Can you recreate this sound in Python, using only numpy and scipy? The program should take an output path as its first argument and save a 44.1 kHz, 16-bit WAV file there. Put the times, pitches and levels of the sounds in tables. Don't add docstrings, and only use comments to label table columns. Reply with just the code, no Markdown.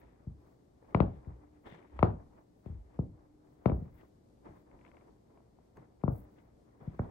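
import sys
import numpy as np
from scipy import signal
from scipy.fft import rfft, irfft, next_fast_len
from scipy.io import wavfile

SR = 44100
rng = np.random.default_rng(int(sys.argv[2]) if len(sys.argv) > 2 else 0)


def bounce(signal):
    frames = np.transpose(np.atleast_2d(signal))
    limited = np.clip(frames, -1, 1)
    pcm = np.round(limited * 32767).astype(np.int16)
    wavfile.write(sys.argv[1], SR, pcm)


def level_to_linear(level):
    exponent = np.asarray(level, float) / 20
    return 10 ** exponent


N = 313330

# [s, dB, dB, dB, dB]
HARD_BLOWS = [(0.946, -16.5, -14, -25, -15.5), (1.002, -15, -17, -25.5, -13.5), (1.99, -29, 1.5, -10, 0.5),
              (2.027, -12, -9.5, -24, -13), (2.659, -36.5, -27, -29, -10.5), (2.942, -55, -6, -17, 1.5),
              (2.989, -22.5, -32.5, -65, -15), (3.657, -14.5, -18, -26.5, -17),
              (3.696, -21.5, -21.5, -33, -30), (3.717, -23, -23.5, -43, -8),
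              (6.036, -23.5, -22.5, -46.5, -16.5), (6.078, -20.5, -19.5, -48, -11),
              (6.992, -23.5, -21, -29, -11.5)]
# [s, dB, dB, dB]
SOFT_THUDS = [(0.011, -58, -44, 16), (0.268, -34, -54, -9.5), (1.268, -33.5, -50.5, -6.5),
              (1.72, -50, -30, -28), (1.929, -47, -51, 4), (2.099, -34, -46, -14.5),
              (2.694, -37, -35, -3.5), (2.719, -38, -36, -3.5), (2.764, -51, -38, 8),
              (3.059, -49, -36.5, -8), (3.819, -34, -44, -16), (3.889, -52.5, -30, -3.5),
              (4.486, -53, -44, -12), (5.774, -51, -20.5, -14), (6.814, -50, -37, -19),
              (6.873, -31, -53, -13)]
# [s, dB]
WALKER_PAN = [
    (0, 6.5),
    (1, 3.5),
    (2, 2.5),
    (3, 2),
    (3.7, 2.5),
    (6.1, 3.5),
    (6.87, 3),
    (6.99, -3),
]
# [Hz, dB]
BOARD_COLOUR = [(25, -41), (60, -3.5), (150, 2.5), (280, -4), (520, -7.5), (1000, -11.5), (1300, -14.5),
                (1650, -36), (2150, -24), (2900, -38), (4900, -48), (5500, -68), (9000, -72), (16000, -100)]
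# [Hz, s]
RING_T60 = [(40, .33), (100, 0.32), (250, .3), (700, .3), (1500, 0.25), (2500, 0.28), (5000, 0.18)]
# [Hz, dB]
SCATTER_COLOUR = [(40, 3.5), (100, 2.5), (200, -1), (700, 2), (1300, -3), (1650, 8.5), (2100, -10.5),
                  (3000, -1.5), (5000, -1.5)]
# [Hz, dB]
RATTLE_COLOUR = [(100, -13), (500, -1), (1500, 1), (2300, 2.5), (5000, 1)]

# [s, s to die 20 dB, dB, dB]
SOLE_PLANTS = [
    (0.0, .3, -67, -82),
    (1.42, .15, -67, -90),
    (1.668, .25, -56, -69),
    (2.66, .2, -67, -83),
    (4.462, .1, -56.5, -78),
    (5.77, .18, -62, -84),
    (6.01, .5, -70, -88),
    (6.81, .5, -65, -84.5),
    (7.03, .2, -57, -83),
]
# [s, s to swell or die 20 dB, dB, dB]
FOOT_SWINGS = [(0.2, .15, -70, -93), (0.47, .17, -70, -93), (0.92, .17, -64, -85), (1.14, .12, -64, -83),
               (1.3, .17, -63, -88), (1.56, .07, -68, -88), (1.985, .13, -61, -79), (2.2, .15, -64, -95),
               (2.375, .075, -65, -86), (2.94, .15, -69, -87), (3.2, .15, -69.5, -99),
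               (3.48, .12, -70, -99), (3.65, .11, -65, -87), (3.85, .2, -68, -88), (4.005, .09, -66, -80),
               (4.56, .11, -65, -86), (4.74, .14, -66, -88), (4.866, .1, -65, -82), (5.02, .18, -65, -88),
               (5.37, .15, -70, -94), (5.62, .12, -78, -96), (6.25, .15, -68, -90),
               (6.388, .04, -66, -79.5), (6.45, .15, -72, -92), (6.72, .13, -70, -93), (6.9, .15, -65, -84)]
# [s, s to swell or die 20 dB, dB]
AIR_PUFFS = [(0.0, .02, -79), (0.49, .15, -92), (0.95, .2, -96), (1.68, .1, -89.5), (2.4, .15, -97),
             (2.63, .15, -95), (3.54, .15, -95.5), (3.76, .2, -87), (3.99, .12, -84), (4.57, .1, -93),
             (5.77, .04, -92), (6.16, .105, -73.5), (6.38, .15, -90), (6.84, .15, -95), (7.03, .12, -88.5)]
# [Hz, dB per Hz]
RUMBLE_COLOUR = [(25, -18.5), (55, -3.5), (100, -12), (200, -13.5), (400, -27.5)]
DRAG_COLOUR = [(120, -25), (300, -0.5), (600, -8), (1000, -9.5), (1500, -22), (2500, -34.5)]
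SCUFF_COLOUR = [(710, -32), (1250, -2.5), (2030, 2), (2600, -8), (3300, -18), (7000, -26), (12000, -33)]
# [Hz, dB per Hz]
BRISTLE_COLOUR = [(2300, -24), (2800, -1), (3600, 1), (4200, -16), (6000, -26.5)]
# [Hz, dB per Hz]
AIR_COLOUR = [(5000, -31.5), (8500, -17.5), (11500, -10), (13500, -11.5), (15300, -3.5), (15800, 4.5)]
# [s, dB, Hz, dB]
UPPER_TICKS = [(1.2466, -59, 1960, 7.5), (1.3214, -66, 1860, 8), (1.657, -67, 990, -20),
               (3.8781, -64, 1920, 11), (4.012, -63, 2750, -8), (4.7132, -64.5, 2150, 21),
               (4.8115, -60, 2240, 9.5), (4.849, -55, 2160, 20), (4.8633, -54.5, 2200, 17),
               (4.8774, -59, 2430, 9), (4.9152, -55.5, 2130, 12), (4.9442, -63, 2130, 13),
               (4.9681, -53, 2210, 12), (5.0095, -61, 2230, 7.5), (4.79, -66, 2400, 9),
               (4.979, -62, 2000, 12), (5.082, -64, 1820, 12), (5.373, -44, 760, 4), (5.404, -48, 716, 1),
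               (5.587, -45.5, 750, 5), (5.772, -50, 900, 3), (5.77, -51, 1700, 2), (5.374, -64, 2300, 3),
               (6.015, -64, 2400, 3), (5.7705, -64, 6400, 0.5), (5.7715, -71, 11500, 0.5),
               (6.3844, -61, 1900, 2), (6.991, -38, 1500, -3), (0.9465, -33, 2350, 8)]

# [s, dB]
MOTOR_LEVEL = [(0.0, -86), (0.39, -68.5), (0.65, -84), (1.45, -62), (2.18, -73), (2.45, -63), (2.65, -81.5),
               (3.06, -65), (3.48, -65), (4.05, -80), (4.67, -68.5), (5.1, -86), (5.44, -74), (5.79, -81.5),
               (6.15, -65), (6.86, -75), (7.1, -62)]
# [Hz, dB per Hz]
STILL_COLOUR = [(15, -36.5), (28, -17), (54, 1), (123, -3.5), (170, -2), (307, -1.5), (461, -5.5),
                (800, -13), (1470, -28), (2500, -34.5), (4500, -33), (9000, -37), (12500, -44),
                (14300, -58)]
# [Hz, -1 to 1]
PORT_LIKENESS = [(30, 0.86), (70, .94), (180, 0.92), (310, 0.31), (540, -.1), (940, -0.18), (1620, -.1),
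                 (2800, 0), (8000, .2), (13000, .5)]
# [Hz, dB]
TREBLE_DIPS = [(9650, 0), (9900, -22.5), (10350, -18), (10700, 0.5), (13250, 5), (13500, -16.5),
               (14000, -18), (14300, -2)]


def contacts():
    thud_snap_db = -67
    rows = SLAP_ROWS() + [(s, db, hard, thud_snap_db, weight) for s, db, hard, weight in SOFT_THUDS]
    return [row + (-19 + 0.3 * max(-30 - row[1], 0),) for row in rows]


def SLAP_ROWS():
    return [tuple(row) for row in HARD_BLOWS]


def dying_noise(size, onset_s, early_db, early_s):
    hz, noise = stereo_noise(SCATTER_COLOUR, size)
    t, octave, swell = np.arange(size) / SR, np.log2(hz), 0
    for centre in np.arange(5, 14, 0.5):
        band = irfft(noise * np.clip(1 - 2 * abs(octave - centre), 0, 1), size)
        swell = swell + band * level_to_linear(-60 * t / at_hz(RING_T60, 2 ** centre))
    rattle = irfft(noise * level_to_linear(at_hz(RATTLE_COLOUR, hz) - at_hz(SCATTER_COLOUR, hz)), size)
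    rattle = rattle * level_to_linear(early_db) * np.exp(-t / early_s)
    return rfft(swell * np.clip(t / onset_s, 0, 1) ** 2 + rattle)


def blows(turns=1.3, lead=0.23, stiff_hz=1100, echo_s=0.0017, echo_db=-12.0, far_dull_db=-4.5, lag_s=0.00013):
    out, size, margin = np.zeros((2, N)), 2 ** 14, 300
    hz = np.arange(size // 2 + 1) * SR / size + 1e-3
    spread = np.log(np.clip(hz, 35, stiff_hz) / 100) + np.maximum(hz / stiff_hz - 1, 0)
    chirp = np.exp(1j * (lead - 2 * np.pi * turns * spread))
    treble = at_hz([(170, 0), (500, 0.44), (1200, 1.024), (1600, 1.05), (1900, 0.37)], hz)
    snap = at_hz([(1600, 0), (1900, 0.75), (5000, 1.02)], hz)
    top = at_hz([(2600, 0), (5000, 0.35)], hz)
    bass = at_hz([(60, 2.1), (150, 0.0076)], hz)
    notch = at_hz([(1300, 1), (1650, 2.5), (2100, 0.8), (2600, -1)], hz)
    sided = at_hz([(30, 0.15), (200, 0.9), (600, 1.3)], hz) * [[0.5], [-0.5]]
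    far = level_to_linear(far_dull_db * (treble + snap)) * np.exp(-2j * np.pi * hz * lag_s)
    far = far * (1 + level_to_linear(echo_db) * np.exp(-2j * np.pi * hz * echo_s)) / (1 + level_to_linear(echo_db))
    sample = np.arange(size)
    fade = np.minimum(sample / margin, 1) ** 2 * np.minimum(sample[::-1] / 3000, 1)
    for s, peak_db, hard_db, snap_db, weight_db, tail_db in contacts():
        place_db = np.interp(s, *np.transpose(WALKER_PAN))
        colour_db = at_hz(BOARD_COLOUR, hz) + (hard_db + 10.5) * treble
        colour_db = colour_db + (snap_db + 23) * snap + (weight_db + 14) * bass
        colour_db = colour_db - abs(snap_db + 23) * top + max(3 - place_db, 0) * notch
        wave = chirp * level_to_linear(colour_db)
        pan_db = place_db * sided
        ports = np.array([np.ones_like(far), far]) * level_to_linear(pan_db)
        height = abs(irfft((wave * ports).mean(axis=0), size)).max()
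        scattered = dying_noise(size, onset_s=0.014, early_db=9.5, early_s=0.003)
        scattered = level_to_linear(tail_db - 19.5 + 0.53 * pan_db) * scattered
        sound = np.roll(irfft(wave * (ports + scattered), size), margin, axis=1) * fade
        add(out, sound * level_to_linear(peak_db) / height, s + 0.0008 - margin / SR)
    return out


def motion():
    plant_s, fall_s, *plant_db = np.transpose(SOLE_PLANTS)
    swing_s, half_s, *swing_db = np.transpose(FOOT_SWINGS)
    drag, scuff = [swells(plant_s, plant, 0.028, fall_s, bend=1.4) + swells(swing_s, swing, half_s, half_s, bend=1.5)
                   for plant, swing in zip(plant_db, swing_db)]
    hit_s, peak_db = np.transpose(contacts())[:2]
    settling = swells(hit_s + 0.08, peak_db - 38, rise_s=0.05, fall_s=0.25)
    rumble = drag * level_to_linear(2 * -5) + settling
    return over_rest(rumble, -72.5), over_rest(drag, -90), over_rest(scuff, -101)


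def movement():
    rumble_db, drag_db, scuff_db = motion()
    rumble = hiss(RUMBLE_COLOUR, rumble_db, patchy_db=2.5, rate=12, pan_db=1.0)
    drag = hiss(DRAG_COLOUR, drag_db + 0.2, patchy_db=3.0, rate=30, pan_db=1.5)
    scuff = hiss(SCUFF_COLOUR, scuff_db + 0.2, patchy_db=2.55, rate=150, pan_db=10.5)
    bristle = hiss(BRISTLE_COLOUR, 1.45 * (scuff_db + 68) - 73, patchy_db=2.6, rate=70, pan_db=6.5)
    return rumble + drag + scuff + bristle


def puffs():
    s, half_s, db = np.transpose(AIR_PUFFS)
    puff_db = over_rest(swells(s, db, half_s, half_s, bend=1.8), -103)
    sealed_db = 1.5 * np.minimum(puff_db + 96.5, 0)
    return hiss(AIR_COLOUR, puff_db + sealed_db, patchy_db=3.5, rate=40, pan_db=1.0)


def ticks(t60=0.013, modes=((0.43, -1.0), (0.7, -4.0), (1, 0), (1.2, -6.0), (1.5, -16.0))):
    out, t = np.zeros((2, N)), np.arange(1500) / SR
    for s, peak_db, hz, pan_db in UPPER_TICKS:
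        rings = [sum(level_to_linear(db) * np.sin(2 * np.pi * (hz * k * t + (k - 1) * chance)) for k, db in modes)
                 for chance in rng.random(2)]
        envelope = level_to_linear(peak_db - 2 - 60 * t / t60) * np.minimum(t / 0.0011, 1)
        add(out, envelope * rings * level_to_linear([[pan_db / 2], [-pan_db / 2]]), s)
    return out


def room_tone():
    t, mains_hz, motor_hz = np.arange(N) / SR, 119, 300
    still = hiss(STILL_COLOUR, -66 - 1.5, patchy_db=0.9, rate=3, pan_db=2.4)
    mains = level_to_linear(-69.5 - 2 + 1.5 * drift(7.5)) * np.sin(2 * np.pi * mains_hz * t + 0.6 * drift(7.1))
    motor_db = np.interp(t, *np.transpose(MOTOR_LEVEL)) - 2.5 + 3.0 * drift(9)
    motor = level_to_linear(motor_db) * np.sin(2 * np.pi * motor_hz * t + 0.88 * drift(7))
    return still + mains + motor


def at_hz(points, hz):
    point_hz, value = np.transpose(points)
    return np.interp(np.log(hz), np.log(point_hz), value)


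def drift(rate):
    r = np.exp(-80 * np.pi * rate / SR)
    slow = signal.lfilter([1], [1, -2 * r, r * r], rng.standard_normal(N // 40 + 2002))[2000:]
    return np.interp(np.arange(N) / 40, np.arange(len(slow)), slow / slow.std())


def stereo_noise(spectrum, size):
    hz = np.arange(size // 2 + 1) * SR / size + 1e-3
    mid, side = rfft(rng.standard_normal((2, size)))
    alike = np.clip(at_hz(PORT_LIKENESS, hz), -1, 1)
    pair = np.sqrt(1 + alike) * mid + np.sqrt(1 - alike) * side * [[1], [-1]]
    return hz, level_to_linear(at_hz(spectrum, hz)) * pair


def hiss(spectrum, level_db, patchy_db, rate, pan_db):
    size = next_fast_len(N)
    closed = list(spectrum) + [(spectrum[-1][0] * 1.2, -90)]
    noise = irfft(stereo_noise(closed, size)[1], size)[:, :N]
    noise = noise / noise.mean(axis=0).std()
    return noise * level_to_linear(level_db + patchy_db * drift(rate)) * level_to_linear([[pan_db / 2], [-pan_db / 2]])


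def swells(s, db, rise_s, fall_s, bend=1.0):
    late = np.arange(0, N / SR, 0.001)[:, None] - s
    away = np.where(late < 0, -late / rise_s, late / fall_s)
    return (level_to_linear(db - 20 * np.minimum(away, 5) ** bend) ** 2).sum(axis=1)


def over_rest(power, rest_db):
    level_db = 10 * np.log10(power + level_to_linear(rest_db) ** 2)
    return np.interp(np.arange(N) / SR * 1000, np.arange(len(power)), level_db)


def add(out, sound, s):
    i = max(round(s * SR), 0)
    out[:, i:i + sound.shape[1]] += sound[:, :N - i]


def scene():
    return blows() + movement() + puffs() + ticks() + room_tone()


def top_cut(x):
    return signal.sosfilt(signal.butter(12, 15730, fs=SR, output="sos"), x)


def record(dry):
    hz = np.arange(N // 2 + 1) * SR / N + 1e-3
    heard = irfft(rfft(dry) * level_to_linear(at_hz(TREBLE_DIPS, hz)), N)
    return top_cut(heard)


dry = scene()
out = record(dry)
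bounce(out)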